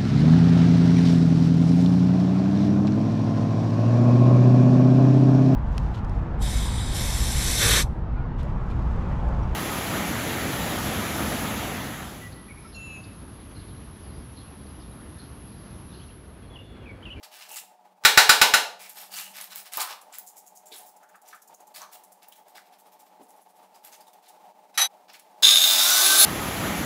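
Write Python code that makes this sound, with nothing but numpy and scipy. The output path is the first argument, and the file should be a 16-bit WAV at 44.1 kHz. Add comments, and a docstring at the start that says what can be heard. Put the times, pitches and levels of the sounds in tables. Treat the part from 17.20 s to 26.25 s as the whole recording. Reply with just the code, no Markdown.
"""In a bare room a hand sweeps rubble and grit off a combed tile bed: noise grains swell and die in strokes.
A hammer lands five blows, each a crack and a short ring. Sweeping goes on, with palm slides over the ridges.
A steel chisel clatters down, in clanks and beating modes. Last, a large angle grinder starts: its disc
rattles and rings as resonated grains, the motor whines up, and the disc screeches on the screed.
Throughout, a far machine drones through the building as coloured noise with wavering, humming bands."""
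import sys
import numpy as np
from scipy import signal
from scipy.fft import rfft, irfft, next_fast_len
from scipy.io import wavfile
from scipy.ndimage import uniform_filter1d

SR = 44100
rng = np.random.default_rng(int(sys.argv[2]) if len(sys.argv) > 2 else 0)


def transcribe(signal):
    """Save signal, clipped to [-1, 1], as a 16-bit WAV file at the path in sys.argv[1]."""
    frames = np.atleast_2d(signal).T
    limited = np.clip(frames, -1, 1)
    pcm = np.round(limited * 32767).astype(np.int16)
    wavfile.write(sys.argv[1], SR, pcm)


N = 399105  # samples


def gain_of(db):
    """Turns decibels into an amplitude factor."""
    return 10 ** (np.asarray(db) / 20)


def evened(x):
    """Scales to rms 1."""
    return x / np.sqrt(np.mean(x ** 2) + 1e-20)


def read(points, hz):
    """Reads a curve on a log-frequency axis."""
    f, value = np.transpose(points)
    return np.interp(np.log(hz + 1), np.log(f + 1), value)


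def level_at(points, t):
    """Reads a curve of (seconds, value) at the times t."""
    return np.interp(t, *np.transpose(points))


def add(mix, s, sound):
    """Mixes a sound in at s seconds."""
    part = mix[round(s * SR):][:len(sound)]
    part += sound[:len(part)]


def filtered(x, points, size):
    """Applies a curve of dB over Hz by FFT."""
    hz = np.fft.rfftfreq(size, 1 / SR)
    return irfft(rfft(x, size) * gain_of(read(points, hz)), size)


def coloured(x, points):
    """Filters by a spectrum and scales to rms 1."""
    return evened(filtered(x, points, next_fast_len(len(x)))[:len(x)])


def resonate(x, hz, width):
    """One resonance: shifts hz down to zero, smooths, shifts back; rms 1."""
    turn = np.exp(2j * np.pi * np.cumsum(hz * np.ones(len(x))) / SR)
    r = np.exp(-np.pi * abs(width) / SR)
    return evened((turn * signal.lfilter([1], [1, -r], x / turn)).real)


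def resonate_twice(x, hz, width):
    """Two equal resonances in a row, for steeper skirts."""
    return resonate(resonate(x, hz, width), hz, width)


def wander(count, smooth):
    """Slow random motion: noise averaged twice over smooth samples; rms 1."""
    noise = rng.standard_normal(count)
    return evened(uniform_filter1d(uniform_filter1d(noise, smooth), smooth))


def grains(count, per_s, spread_db):
    """Sparse clicks of random sign, a few large."""
    sizes = gain_of(spread_db * np.minimum(rng.exponential(1, count), 5))
    return evened(rng.standard_normal(count) * sizes * (rng.random(count) < per_s / SR))


def ringing(modes, t, uneven_db, upper_db=0.):
    """Dying sines, struck unevenly; upper_db lifts the modes above 8 kHz."""
    out = np.zeros(len(t))
    for (hz, db, t60), struck in zip(modes, rng.standard_normal(len(modes))):
        start_db = db + uneven_db * struck + upper_db * (hz > 8000)
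        out += gain_of(start_db - 60 * t / t60) * np.sin(2 * np.pi * hz * t)
    return out


def click(points):
    """The sharpest causal (minimum-phase) pulse with a given spectrum, energy 1."""
    log_gain = np.log(gain_of(read(points, abs(np.fft.fftfreq(4096, 1 / SR)))))
    pulse = np.fft.ifft(np.exp(np.conj(signal.hilbert(log_gain)))).real[:2048]
    return pulse / np.linalg.norm(pulse)


def splinters(points, t, decay_s, share):
    """One sharp pulse followed by a short spray of smaller ones."""
    spray = share * rng.standard_normal(len(t)) * np.exp(-t / decay_s) + (t == 0)
    return signal.fftconvolve(spray, click(points))[:len(t)]


# The palm slides over the combed ridges, one short brush per ridge. Each row: first brush in seconds,
# last brush in seconds, ridges per second, first grit level in dB, last grit level in dB, rubble level in dB,
# brush length in seconds, loudest band in Hz.
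PALM_SLIDES = [(3.067, 3.4606, 10., -45.5, -50.5, -66.5, 0.029, 6900),
               (3.763, 4.468, 15.6, -61, -51, -82.5, 0.012, 6800),
               (5.4525, 5.861, 14.6, -60.5, -63, -65, 0.025, 12380),
               (6.019, 6.417, 15.4, -59.5, -67.5, -72.5, 0.029, 11000)]
RIDGE_SCATTER_DB, RIDGE_SCATTER_S = 3, 0.0035
RIDGE_SCATTER_PITCH = 0.057  # spread of the natural log of the band's pitch


def ridges():
    """Turns each slide into evenly spaced, slightly uneven brushes."""
    rows = []
    for first, last, per_s, first_db, last_db, rubble_db, length, hz in PALM_SLIDES:
        along = np.linspace(0, 1, round((last - first) * per_s) + 1)
        scatter = rng.standard_normal((len(along), 4))
        for a, (late, loud, coarse, high) in zip(along, scatter):
            start = first + a * (last - first) + RIDGE_SCATTER_S * late
            grit_db = first_db + a * (last_db - first_db) + RIDGE_SCATTER_DB * loud
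            coarse_db = rubble_db + RIDGE_SCATTER_DB * coarse
            rows.append((start, grit_db, coarse_db, length, hz * np.exp(RIDGE_SCATTER_PITCH * high)))
    return rows


# Hand strokes through the rubble. Each row: moment plainly heard in seconds, grit level in dB,
# rubble level in dB, length in seconds, loudest band in Hz.
HAND_STROKES = [(0.031, -45.5, -43, 0.02, 4700), (0.121, -51, -48, 0.065, 2950),
                (0.196, -51, -47.5, 0.07, 2800), (0.295, -42, -51, 0.08, 2800),
                (0.362, -38.5, -44.5, 0.027, 7600), (1.599, -45.5, -46.5, 0.074, 2290),
                (1.695, -45, -55, 0.024, 12200), (1.7575, -44.5, -46, 0.087, 12200),
                (1.918, -42.5, -46, 0.069, 4550), (1.932, -43.5, -50.5, 0.16, 2820),
                (1.976, -42, -41.5, 0.034, 3680), (2.15, -46, -42, 0.085, 11800),
                (2.208, -43.5, -65, 0.018, 10400), (2.306, -45.5, -44, 0.036, 4000),
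                (2.358, -40, -45, 0.048, 15400), (2.453, -48.5, -47.5, 0.026, 4270),
                (2.525, -39.5, -38.5, 0.049, 10900), (2.582, -39, -34.5, 0.062, 14800),
                (2.602, -29.5, -43, 0.021, 4300), (2.691, -44.5, -37.5, 0.041, 2680),
                (2.812, -52, -81, 0.013, 10600), (2.9275, -45.5, -48, 0.044, 7400),
                (2.984, -41.5, -60, 0.016, 15100), (3.516, -48.5, -52, 0.046, 3420),
                (3.554, -49, -57.5, 0.064, 10600), (3.658, -52.5, -78, 0.038, 15200),
                (4.062, -56.5, -57.5, 0.081, 5860), (4.546, -43, -45, 0.042, 4470),
                (4.604, -53.5, -51, 0.03, 4350), (4.721, -46.5, -52, 0.039, 15400),
                (4.837, -47, -73, 0.0089, 10350), (4.92, -50.5, -73.5, 0.014, 10000),
                (5.021, -55.5, -53.5, 0.023, 2800), (5.079, -58, -73.5, 0.014, 14500),
                (5.121, -51.5, -54.5, 0.016, 3150), (5.158, -57, -65, 0.032, 15300),
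                (5.277, -59.5, -63.5, 0.03, 13700), (5.353, -51, -50, 0.035, 3770),
                (5.8, -62, -77, 0.022, 15300), (6.545, -55, -60, 0.02, 4940),
                (6.639, -51, -53, 0.043, 12730), (6.722, -49.5, -51.5, 0.03, 6300),
                (6.806, -54, -62, 0.016, 4900), (6.869, -58.5, -64.5, 0.02, 3750),
                (6.932, -57.5, -59.5, 0.01, 11900), (7.028, -62, -61.5, 0.053, 3990),
                (7.081, -52.5, -62, 0.019, 3700), (7.884, -65, -50, 0.033, 2800),
                (7.935, -52.5, -48.5, 0.028, 2340), (7.993, -55.5, -60, 0.012, 10400)]
# Colour of the fine grit. Each row: frequency in Hz, relative density in dB per Hz.
GRIT_COLOUR = [(2500, -28.5), (5000, -5.5), (7000, 1), (9000, 1), (12000, 0.5), (15500, -1.5)]
# Colour of the coarser rubble. Each row: frequency in Hz, relative density in dB per Hz.
RUBBLE_COLOUR = [(300, -31), (700, -6), (1100, -0.5), (2000, -0.5), (3500, -0.5), (5500, -3.5), (9000, -22)]
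BAND_DB = -3.5  # the loudest band against the grit
ROLL_DB, ROLL_S = -19, 0.052  # loose material rolls on after each stroke
STROKE_RISE = .36  # time constant of the rise, as a share of the length
STROKE_LEAD = .2  # a stroke creeps in this share of its length before it is plainly heard


def sweeping():
    """Each stroke swells, drags and dies; fine grit hisses and coarser rubble scrapes."""
    u = np.arange(SR // 4) / SR
    grit_level, rubble_level, tinted = np.zeros(N), np.zeros(N), np.zeros(N)
    for s, grit_db, rubble_db, length, hz in HAND_STROKES + ridges():
        s -= STROKE_LEAD * length
        rise = (1 - np.exp(-u / (STROKE_RISE * length))) ** 1.2
        shape = rise * np.exp(-(u / (1.227 * length)) ** 2.6)
        rolling = rise * gain_of(ROLL_DB) * np.exp(-(u / (ROLL_S + length)) ** 2)
        add(grit_level, s, gain_of(grit_db) * (shape + rolling))
        add(rubble_level, s, gain_of(rubble_db) * (shape + rolling))
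        # chips of one size sing in one broad band
        band = resonate_twice(grains(len(u), 1200, 3.0), hz, 0.16 * hz)
        add(tinted, s, gain_of(grit_db + BAND_DB) * shape * band)
    # grains come in clumps a few ms long
    lumps = evened(gain_of(0.59 * wander(N, 300)))
    grit = grit_level * lumps * coloured(grains(N, 3100, 2.3), GRIT_COLOUR)
    rubble = rubble_level * lumps * coloured(grains(N, 2500, 1.86), RUBBLE_COLOUR)
    return grit + rubble + tinted


# Single chips click against tile. Each row: start in seconds, level in dB, pitch in Hz.
CHIP_TICKS = [(0.0365, -45, 4900), (0.3594, -27, 7530), (0.3667, -27, 7530), (1.6017, -52, 2450),
              (1.6952, -31, 12200), (1.9669, -30, 6240), (1.987, -29, 3770), (2.169, -30, 11800),
              (2.2122, -28, 10400), (2.242, -30, 15100), (2.359, -25, 15900), (2.5356, -23, 10600),
              (2.5722, -15, 14800), (2.611, -29, 4220), (2.9264, -42, 7400), (2.9851, -25, 15430),
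              (3.6195, -42, 14360), (4.0704, -48.5, 5670), (4.6179, -30, 6070), (5.086, -38.5, 14700),
              (6.0684, -54, 3800), (6.6495, -36, 12600), (7.889, -60, 4950), (7.937, -59, 4030)]


def chips():
    """Tiny ticks: a few ms of bright noise with a broad ring."""
    out, t = np.zeros(N), np.arange(SR // 20) / SR
    for s, db, hz in CHIP_TICKS:
        noise = rng.standard_normal(len(t))
        edge = 0.17 * np.diff(noise, 2, prepend=[0, 0])  # double difference: mostly treble
        tick = edge + resonate_twice(noise, hz, .35 * hz)
        add(out, s, gain_of(db) * tick * np.exp(-t / 0.0011))
    return out


# Heavier shards knock on the floor. Each row: start in seconds, level in dB, pitch in Hz, t60 in seconds.
SHARD_KNOCKS = [(2.572, -28.5, 900, 0.23), (2.6, -33.5, 1060, 0.52), (2.7, -38, 800, 0.2),
                (3.514, -47.5, 379, 0.14), (3.517, -38.5, 3500, 0.12), (3.825, -51, 1300, 0.14),
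                (3.89, -53.5, 1400, .1), (3.943, -43, 1310, 0.088), (4.126, -41, 1296, 0.14),
                (4.605, -39.5, 1100, 0.23), (5.373, -44.5, 1500, 0.095), (5.994, -44, 280, .15),
                (6.004, -43, 438, 0.11)]


def knocks():
    """Dull bursts of noise in one broad resonance."""
    out, t = np.zeros(N), np.arange(SR // 4) / SR
    for s, db, hz, t60 in SHARD_KNOCKS:
        body = resonate_twice(rng.standard_normal(len(t)), hz, .5 * hz)
        add(out, s, gain_of(db - 60 * t / t60) * (1 - np.exp(-t / 0.0039)) * body)
    return out


# A light touch, then five blows. Each row: start in seconds, relative level in dB, crack brightness in dB.
HAMMER_BLOWS = [(0.838, -28, -3), (0.8503, -1, 1), (0.9748, 0, 1.5), (1.0933, 0.5, 0.), (1.215, 1, -2.5),
                (1.338, -1.5, -2.5)]
# Modes of hammer head and tile bed. Each row: frequency in Hz, relative level in dB, t60 in seconds.
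SLAB_MODES = [(743, -11, 0.065), (983, 1.5, 0.022), (1230, -2, 0.024), (1490, -5.5, 0.025),
              (1536, -2.5, .03), (2980, -2, .01), (3860, -6.5, 0.012), (4115, -5, 0.01), (11000, -16, .02)]
# Colour of the crack. Each row: frequency in Hz, relative density in dB per Hz.
CRACK_COLOUR = [(18, -61.5), (30, -45.5), (100, -48), (217, -37), (400, -11.5), (490, -18), (728, -6),
                (1050, -8), (1480, -2.5), (1780, -5), (2580, -11), (3940, -8.5), (7030, -15.5),
                (14700, -24), (16300, -25.5)]


def hammer():
    """A sharp crack and the brief ring of head and slab."""
    out, t = np.zeros(N), np.arange(SR // 3) / SR
    for s, db, bright_db in HAMMER_BLOWS:
        crack = gain_of(bright_db + 20.5) * splinters(CRACK_COLOUR, t, .002, .045)
        ring = gain_of(-9.0) * ringing(SLAB_MODES, t, 1)
        add(out, s, gain_of(db) * (crack + ring))
    return out


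# Bounces of the chisel. Each row: start in seconds, relative level in dB, lift of the upper modes in dB.
CHISEL_BOUNCES = [(7.542, -56.5, -2), (7.55, -54, -8), (7.576, -21, -1.5), (7.584, -27, -16),
                  (7.596, -30.5, -15), (7.614, -24.5, 5.5)]
# Steel bar, some modes in close beating pairs. Each row: frequency in Hz, relative level in dB, t60 in seconds.
BAR_MODES = [(857, 1, 0.34), (2250, -15.5, 0.43), (3500, -18, 0.28), (3900, -3, 0.53), (3895, 4, 0.65),
             (6060, 12.5, 0.3), (6000, -5, .5), (9120, -9, .5), (9000, -10, 0.5), (10380, 4.5, 0.44),
             (10400, -8.5, 0.24), (11510, 5, 0.66), (11800, -11, 0.41), (14950, -10, .3)]
# Colour of the clank. Each row: frequency in Hz, relative density in dB per Hz.
CLANK_COLOUR = [(150, -29.5), (500, -11), (800, 2), (1300, -1), (2300, -3.5), (4000, -1.5), (7500, -12),
                (12000, -9), (16000, -34)]


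def chisel():
    """Bounces of a steel bar on the floor: the clanks and the ring of the bar."""
    clanks, ring, t = np.zeros(N), np.zeros(N), np.arange(SR // 5) / SR
    for s, db, upper_db in CHISEL_BOUNCES:
        add(clanks, s, gain_of(db + 20.5) * splinters(CLANK_COLOUR, t, 0.0067, 0.11))
        add(ring, s, gain_of(db - 13.0) * ringing(BAR_MODES, t, 1.0, upper_db))
    # the level of the bar's ring wavers at random
    return clanks, ring * evened(gain_of(3.0 * wander(N, 250)))


# Click of the switch: start in seconds, level in dB.
SWITCH_CLICK = (8.2245, -17)
# Run-up of the grinder, sagging a little in the cut. Each row: time in seconds, gear mesh in Hz.
RUN_UP = [(8.226, 353), (8.299, 590), (8.421, 999), (8.5, 1200), (8.6, 1342), (8.716, 1467), (8.85, 1532),
          (8.931, 1548), (8.99, 1564), (9.05, 1559)]
# Pressure of the disc on the screed. Each row: time in seconds, cutting level in dB.
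PRESSURE = [(8.45, -64), (8.74, -40), (8.86, -21.5), (8.93, -26), (8.97, -26.5), (8.995, -13.5),
            (9.05, -12.5)]
# Disc modes. Each row: frequency in Hz, width in Hz, relative level in dB.
DISC_MODES = [(800, 8.1, -27), (1200, 12, -21), (1607, 6.5, -13.5), (2475, 5.6, -14), (2800, 10, -20),
              (3198, 20, -9), (3600, 48, 4), (3674, 60, 3), (3760, 270, -6), (3900, 28, -5),
              (4900, 400, -6), (6420, 45, -7.5), (6600, 69, -6.5), (6500, 230, -24), (9970, 120, -10)]
# Disc against screed. Each row: frequency in Hz, width in Hz, relative level in dB.
CUTTING_MODES = [(804, 21, -13), (3800, 29, -1), (4280, 28, 4.5), (6240, 42, -21), (7400, 28.7, -3),
                 (9500, 45, -2), (9920, 45, -15), (10110, 64, 10), (10600, 440, -3), (10720, 67, 4),
                 (10900, 87, -7), (12200, 80, 1), (13700, 55, 0), (14400, 200, -3.5)]
# The gear tone swells as it passes these. 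Each row: frequency in Hz, half-width in Hz, peak level in dB.
HOUSING_MODES = [(1450, 20, -23), (1548, 8.9, -28)]
# Other shaft and fan orders. Each row: multiple of the gear mesh, level in dB at full speed, width in Hz.
ORDERS = [(0.147, -51.5, 3.7), (0.192, -46.5, 5.1), (0.252, -44.5, 6), (.75, -32, 79), (2.74, -34.5, 21),
          (4, -29, 20)]
# Commutator whine: multiple of the gear mesh, level in dB once above 8 kHz, width in Hz.
COMMUTATOR = (13.1, -30, 1000)
# Colour of the air and brush roar. Each row: frequency in Hz, relative density in dB per Hz.
ROAR_COLOUR = [(24, -98.5), (40, -68), (65, -62), (366, -24), (483, -37), (621, -6), (1110, -19.5),
               (1320, -10), (1500, -10.5), (1700, -15), (2740, -14), (3700, -8.5), (3990, -8.5),
               (14100, -13), (16300, -17.5)]
JOLT_DB, JOLT_FADE_DB_PER_S = -9.5, 45.5  # the start jolts the disc
IDLE_RATTLE_DB, CUT_RATTLE_DB = -29, -9  # a steady rattle; the cut shakes the disc again, against the cut
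ROAR_DB, ROAR_RISE_DB = -18, 17  # roar at full speed, and its rise from rest
GEAR_DB = -44  # gear tone at full speed, before the housing swells it


def grinder():
    """Slack in the gears rattles the disc; gear and fan tones rise with speed; the cut screeches."""
    start = RUN_UP[0][0]
    t = np.arange(start, N / SR, 1 / SR)
    count = len(t)
    mesh_hz, cut_db = level_at(RUN_UP, t), level_at(PRESSURE, t)
    speed = mesh_hz / mesh_hz.max()

    jolt = gain_of(JOLT_DB - JOLT_FADE_DB_PER_S * (t - start))
    rattle = jolt + gain_of(IDLE_RATTLE_DB) + gain_of(cut_db + CUT_RATTLE_DB)
    knocking = grains(count, 3000, 3.3)
    disc = evened(sum(gain_of(db) * resonate(knocking, hz, w) for hz, w, db in DISC_MODES))

    housing = sum(gain_of(db) / (1 + ((mesh_hz - hz) / w) ** 2) for hz, w, db in HOUSING_MODES)
    gear_level = gain_of(GEAR_DB) * speed ** 2.5 + housing
    gear = np.sqrt(2) * np.sin(2 * np.pi * np.cumsum(mesh_hz) / SR)
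    gear += 0.28 * resonate(rng.standard_normal(count), mesh_hz, 43.0)  # roughens the tone

    orders = np.zeros(count)
    for multiple, db, w in ORDERS:
        orders += gain_of(db) * resonate(rng.standard_normal(count), multiple * mesh_hz, w)
    orders *= speed ** 3.5

    multiple, whine_db, whine_width = COMMUTATOR
    whine_hz = np.minimum(multiple * mesh_hz, .45 * SR)
    whine = resonate_twice(rng.standard_normal(count), whine_hz, whine_width)
    whine *= gain_of(whine_db) * np.clip(whine_hz / 8000.0, 0, 1) ** 2

    roar = coloured(grains(count, 15000, 0.47), ROAR_COLOUR)
    roar *= gain_of(ROAR_DB - ROAR_RISE_DB * (1 - speed))

    scrape = rng.standard_normal(count)
    cut = evened(sum(gain_of(db) * resonate(scrape, hz, w) for hz, w, db in CUTTING_MODES))

    sound = rattle * disc + gear_level * gear + orders + whine + roar + gain_of(cut_db) * cut
    out = np.zeros(N)
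    add(out, start, sound * (1 - np.exp(-(t - start) / 0.0035)))
    switch_s, switch_db = SWITCH_CLICK
    add(out, switch_s, gain_of(switch_db) * rng.standard_normal(400) * np.exp(-np.arange(400) / 60))
    return out


# Colour of the far drone. Each row: frequency in Hz, relative density in dB per Hz.
DRONE_COLOUR = [(60, -51.5), (108, -41.5), (177, -15), (251, -15.5), (520, -14), (612, -7.5), (688, -14.5),
                (850, 1), (1000, -14.5), (1500, -28.5), (1900, -25.5), (7000, -33.5), (13500, -35),
                (16300, -33)]
# Level of the far drone before it wavers. Each row: time in seconds, level in dB.
DRONE_RISE = [(0.0, -62.5), (9.05, -56)]
# Humming bands in the drone. Each row: frequency in Hz, width in Hz, level in dB before they waver.
DRONE_BANDS = [(460, 68, -73.5), (618.6, 10, -65.5), (730, 8.6, -62), (857.5, 66, -60)]
# Low hum that swells and sinks. Each row: time in seconds, level in dB.
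LOW_HUM = [(0, -78.5), (1.6, -71), (1.8, -70), (2.1, -60.5), (2.4, -70), (2.55, -76.5), (9.05, -75)]
HUM_HZ = 189


def drone():
    """Coloured noise with a few humming bands that waver, over a low hum."""
    t = np.arange(N) / SR
    waver = wander(N, 900)
    bed = coloured(rng.standard_normal(N), DRONE_COLOUR) * gain_of(level_at(DRONE_RISE, t) + 2.2 * waver)
    hum = gain_of(level_at(LOW_HUM, t)) * resonate(rng.standard_normal(N), HUM_HZ, 4.6)
    bands = sum(gain_of(db) * resonate(rng.standard_normal(N), hz, w) for hz, w, db in DRONE_BANDS)
    return bed + hum + gain_of(3.2 * waver) * bands


# Decay of the bare room. Each row: frequency in Hz, t60 in seconds.
ROOM_DECAY = [(200, 0.053), (530, 0.59), (1390, 0.34), (3680, 0.38), (9700, 0.31)]


def room(x):
    """Sparse taps of random sign, each band dying at its own speed."""
    taps = np.zeros(SR)
    slots = np.arange(60, SR - 12, 12)  # one tap somewhere in every 12 samples
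    taps[slots + rng.integers(0, 12, len(slots))] = rng.choice([-1., 1.], len(slots))
    hz, t, z = signal.stft(taps, SR, nperseg=256)
    long_decay = gain_of(-60 * t / read(ROOM_DECAY, hz)[:, None])
    early_decay = 1.3 * gain_of(-60 * t / 0.047)
    tail = signal.istft(z * (long_decay + early_decay), SR)[1]
    return signal.fftconvolve(x, tail[None] / np.linalg.norm(tail), axes=1)[:, :N]


# The clatter is faded out: start in seconds, end in seconds.
CLATTER_FADE_OUT = (7.655, 7.678)


def scene():
    """All sources, each but the drone with its share of the room."""
    hand = sweeping() + knocks() + chips()
    blows, (clanks, ring), motor = hammer(), chisel(), grinder()
    rest_send = gain_of(-4.5) * hand + gain_of(-5.5) * motor
    wet_blows, wet_bar, wet_rest = room(np.array([blows, clanks + 0.17 * ring, rest_send]))
    fade = np.interp(np.arange(N) / SR, CLATTER_FADE_OUT, [1, 0])
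    hammering = 0.53 * blows + gain_of(2.0) * wet_blows
    clatter = fade * (0.55 * clanks + ring + gain_of(7.0) * wet_bar)
    return (hammering + clatter + hand + 0.85 * motor + wet_rest + drone())[None]


CHAIN_RESPONSE = [(20, -23.5), (100, -23.5), (170, -3.5), (15650, 0.5), (15800, -23), (17000, -24)]
EDGE_HZ = 16494  # upper band limit


def record(dry):
    heard = filtered(dry, CHAIN_RESPONSE, next_fast_len(N + SR))[:, :N]
    clipped = heard / (1 + abs(heard) ** 4) ** .25
    low_pass = signal.firwin(511, EDGE_HZ, window=("kaiser", 9), fs=SR)
    return signal.oaconvolve(clipped, low_pass[None], "same")


dry = scene()
out = record(dry)
transcribe(out)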